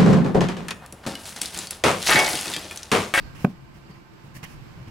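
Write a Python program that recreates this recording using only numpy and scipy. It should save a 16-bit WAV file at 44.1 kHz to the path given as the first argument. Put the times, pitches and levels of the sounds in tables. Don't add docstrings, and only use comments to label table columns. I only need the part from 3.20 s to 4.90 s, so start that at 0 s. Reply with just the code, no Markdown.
import sys
import numpy as np
from scipy import signal
from scipy.fft import rfft, irfft
from scipy.io import wavfile

SR = 44100
rng = np.random.default_rng(int(sys.argv[2]) if len(sys.argv) > 2 else 0)


def generate_wav(signal):
    frames = np.transpose(np.atleast_2d(signal))
    scaled = np.clip(frames, -1, 1) * 32767
    pcm = np.round(scaled).astype(np.int16)
    wavfile.write(sys.argv[1], SR, pcm)


N = 74970
TIME = np.arange(N) / SR
HZ = np.fft.rfftfreq(N, 1 / SR)


def amp(db):
    return 10 ** (np.asarray(db) / 20)


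def unit(x):
    return x / np.sqrt(np.mean(x ** 2) + 1e-20)


def read(points, hz=HZ):
    f, value = np.transpose(points)
    return np.interp(np.log(hz + 1), np.log(f + 1), value)


def sides(db):
    return amp(np.array([[.5], [-.5]]) * db)


def noise():
    return rng.standard_normal((2, N))


def correlate(pair, correlation):
    left, right = pair
    share = np.clip(correlation, -1, 1)
    return np.array([left, share * left + np.sqrt(1 - share ** 2) * right])


def colour(pair, spectrum, correlation, pan_db=0):
    shaped = correlate(rfft(pair), correlation) * amp(read(spectrum)) * sides(pan_db)
    return unit(irfft(shaped, N))


def resonance(x, hz, half_width_hz):
    return unit(irfft(rfft(x) / (1 + ((HZ - hz) / half_width_hz) ** 2), N))


def grains(per_s=7000, spread_db=1):
    size = amp(spread_db * np.minimum(rng.exponential(1, (2, N)), 4))
    return size * np.sign(noise()) * (rng.random((2, N)) < per_s / SR)


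def stroke(start, length, rise, sag_db=-2):
    t = np.maximum(TIME - start, 0)
    fall = 0.33 * length
    hold = amp(sag_db * np.minimum(t / length, 1))
    release = np.exp(-np.maximum(t - length + fall, 0) / fall)
    return np.minimum(t / rise, 1) * hold * release


def wash():
    # (frequency [Hz], relative density [dB])
    spectrum = [(20, -19.5), (150, 9), (330, 3.5), (480, -1), (750, -1), (1050, -2), (1600, -5),
                (2100, -7.5), (2800, -8), (3400, -14), (5000, -14.5), (6300, -21), (7800, -20),
                (9300, -30.5), (13000, -24.5), (16000, -38)]
    # (frequency [Hz], left minus right [dB])
    balance = [(100, -12), (600, 0), (1300, -5.5), (2500, -6), (5000, -7), (9000, -1), (14000, 7)]
    # (frequency [Hz], correlation [1])
    correlation = [(50, 0.97), (200, 0.18), (600, 0.048), (1500, 0), (15000, 0)]
    # (time [s], level [dB])
    levels = [(0, -46), (.12, -47.5), (.3, -49.5), (.4, -52), (.52, -51.5), (.7, -50), (.86, -52.5),
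              (1.0, -49.5), (1.15, -50), (1.38, -48), (1.5, -47.5), (1.7, -48.5)]
    envelope = amp(np.interp(TIME, *np.transpose(levels)))
    return envelope * colour(noise(), spectrum, read(correlation), read(balance))


def rumble():
    # (frequency [Hz], relative density [dB])
    spectrum = [(20, -10), (45, -4), (70, -4.5), (100, -12.5), (130, 6), (170, -9), (250, -16), (500, -46),
                (2000, -53)]
    # (time [s], level [dB])
    levels = [(0, -37.5), (.06, -40), (.14, -42.5), (.3, -51), (.42, -46.5), (.6, -51.5), (.88, -55.5),
              (1.0, -56), (1.15, -50.5), (1.3, -45.5), (1.38, -44), (1.55, -47), (1.7, -46.5)]
    envelope = amp(np.interp(TIME, *np.transpose(levels)))
    return envelope * colour(noise(), spectrum, correlation=0.57)


def machine_hum():
    # (frequency [Hz], level [dB])
    tones = [(335, -57.5), (890, -66), (1042, -64.5), (1190, -70), (1558, -67), (2300, -71)]
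    return sum(amp(db) * resonance(noise(), hz, half_width_hz=16.5) for hz, db in tones)


def rubs(rise_s=0.011, pan_db=-5.5):
    # (start [s], length [s], level [dB], centre [Hz], half width [Hz])
    strokes = [(-.01, 0.13, -58.5, 4470, 725), (0.04, 0.11, -56.5, 1580, 50),
               (0.152, 0.092, -55, 2780, 150), (0.644, 0.04, -66.5, 4800, 400),
               (0.701, 0.038, -59.5, 4640, 160), (1.156, 0.021, -43, 1820, 120),
               (1.24, 0.023, -44, 1960, 250), (1.246, .02, -46.5, 3050, 200)]
    return sides(pan_db) * sum(amp(db) * stroke(start, length, rise_s) * resonance(grains(), hz, width)
                               for start, length, db, hz, width in strokes)


def scuffs(treble_hz=4630):
    # (start [s], length [s], rise [s], grit level [dB], treble gain [dB], push level [dB])
    strokes = [(0.146, 0.078, 0.0064, -47, -5.5, -45.5), (0.195, 0.077, 0.016, -49, -1, -41.5),
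               (.285, 0.041, 0.015, -56, -3, -39.5), (0.532, 0.066, 0.018, -54.5, -6, -46.5),
               (0.693, .035, 0.0068, -51.5, -12, -42), (0.734, 0.078, 0.0085, -53.5, -15, -52),
               (0.933, 0.0091, 0.0048, -51, -11, -49.5), (1.037, 0.057, 0.0059, -66.5, 5.5, -45),
               (1.139, 0.05, 0.02, -44, 0.5, -42), (1.228, .018, 0.0031, -35, -8.5, -37),
               (1.239, 0.015, 0.0011, -40, -4.5, -44), (1.259, 0.05, 0.0053, -49, -6, -56),
               (1.292, 0.077, 0.012, -52.5, -2.5, -52.5), (1.564, 0.076, 0.014, -59, -15, -41),
               (1.671, 0.022, .008, -47, -13, -38)]
    # (frequency [Hz], relative density [dB])
    grit_spectrum = [(100, 9.5), (400, -7), (1000, 2.5), (1500, 1), (1900, 3.5), (2800, 3.5), (3700, -6.5),
                     (5200, 0), (7500, -4), (10000, -4), (13000, -7.5), (16000, -5)]
    # (frequency [Hz], left minus right [dB])
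    balance = [(400, 1.5), (1000, -1.5), (2200, -6.5), (5000, -4.5), (9000, 0), (14000, 2.5)]
    # (frequency [Hz], correlation [1])
    correlation = [(300, 1), (700, 0.74), (2000, 0.0019), (4000, 0.091), (15000, 0)]
    # (frequency [Hz], relative density [dB])
    push_spectrum = [(25, -26), (70, 4), (135, 9.5), (230, 0), (400, -12), (1000, -19), (4000, -76)]
    grit = colour(grains(), grit_spectrum, read(correlation), read(balance))
    treble = irfft(rfft(grit) * HZ ** 4 / (HZ ** 4 + treble_hz ** 4), N)
    push = colour(noise(), push_spectrum, correlation=1)
    out = np.zeros((2, N))
    for start, length, rise, grit_db, treble_db, push_db in strokes:
        shelved_grit = grit + (amp(treble_db) - 1) * treble
        out += stroke(start, length, rise) * (amp(grit_db) * shelved_grit + amp(push_db) * push)
    return out


def damped_mode(start, hz, db, t60, rise_s):
    t = np.maximum(TIME - start, 0)
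    onset = (1 - np.exp(-t / rise_s)) ** 2
    decay = np.exp(-np.log(1000) * t / t60)
    return amp(db) * onset * decay * np.sin(2 * np.pi * hz * t)


def landing():
    # (time [s], thud gain [dB], clack gain [dB])
    contacts = [(0.2447, 10.5, -11), (.2478, -17, 1), (0.2674, -11, -31), (0.2977, -32, -44)]
    # (frequency [Hz], relative level [dB], t60 [s])
    thud_modes = [(157, -25, 0.14), (189.7, -8.4, 0.055), (234.5, -20, .08), (344, -4.5, 0.013),
                  (390.6, -32.5, .07), (583, -27.5, 0.052), (743, -18.5, 0.024)]
    # (frequency [Hz], relative level [dB], t60 [s], left minus right [dB])
    clack_modes = [(1115, -19.5, 0.018, -9.5), (1250, -26.5, 0.022, -13), (1483, -17.5, 0.016, 6),
                   (2390, -19.5, 0.012, -10), (3000, -33, 0.0069, -7)]
    out = np.zeros((2, N))
    for start, thud_db, clack_db in contacts:
        for hz, db, t60 in thud_modes:
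            out += damped_mode(start, hz, db + thud_db, t60, rise_s=0.0019)
        for hz, db, t60, pan_db in clack_modes:
            out += sides(pan_db) * damped_mode(start, hz, db + clack_db, t60, rise_s=0.00018)
    return out


def crunch(peak_s=0.2476, rise_s=0.0022, decay_s=0.0029, db=-30.5):
    # (frequency [Hz], relative density [dB])
    spectrum = [(300, -2), (2000, 18), (3200, 10), (4300, -2), (6000, 2), (9000, -6), (12000, 5),
                (15500, -2)]
    t = TIME - peak_s
    envelope = amp(db) * np.exp(np.minimum(t / rise_s, -t / decay_s))
    return envelope * colour(noise(), spectrum, correlation=0, pan_db=1)


def yard_echoes(x, delay_s=0.01, db=-20):
    # (frequency [Hz], t60 [s])
    decay_times = [(100, 0.24), (250, 0.21), (600, 0.098), (2000, 0.084), (10000, .1)]
    scatter = correlate(noise()[:, :SR // 2], 0.91)
    hz, t, spectra = signal.stft(scatter, SR, nperseg=256)
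    decay = np.exp(-np.log(1000) * t / read(decay_times, hz)[:, None])
    tail = signal.istft(spectra * decay, SR, nperseg=256)[1]
    tail *= np.arange(tail.shape[1]) / SR > delay_s
    return amp(db) * signal.fftconvolve(x, tail / np.linalg.norm(tail[0]), axes=1)[:, :N]


def scene(bass_cut_hz=123):
    bass_cut = signal.butter(1, bass_cut_hz, "high", fs=SR)
    mold = -signal.lfilter(*bass_cut, crunch() + landing())
    near = mold + scuffs() + rubs()
    return near + yard_echoes(near) + wash() + rumble() + machine_hum()


def record(dry, cutoff_hz=15780):
    low_pass = signal.firwin(511, cutoff_hz, window=("kaiser", 9), fs=SR)
    return signal.oaconvolve(dry, low_pass[None], "same")


dry = scene()
out = record(dry)
generate_wav(out)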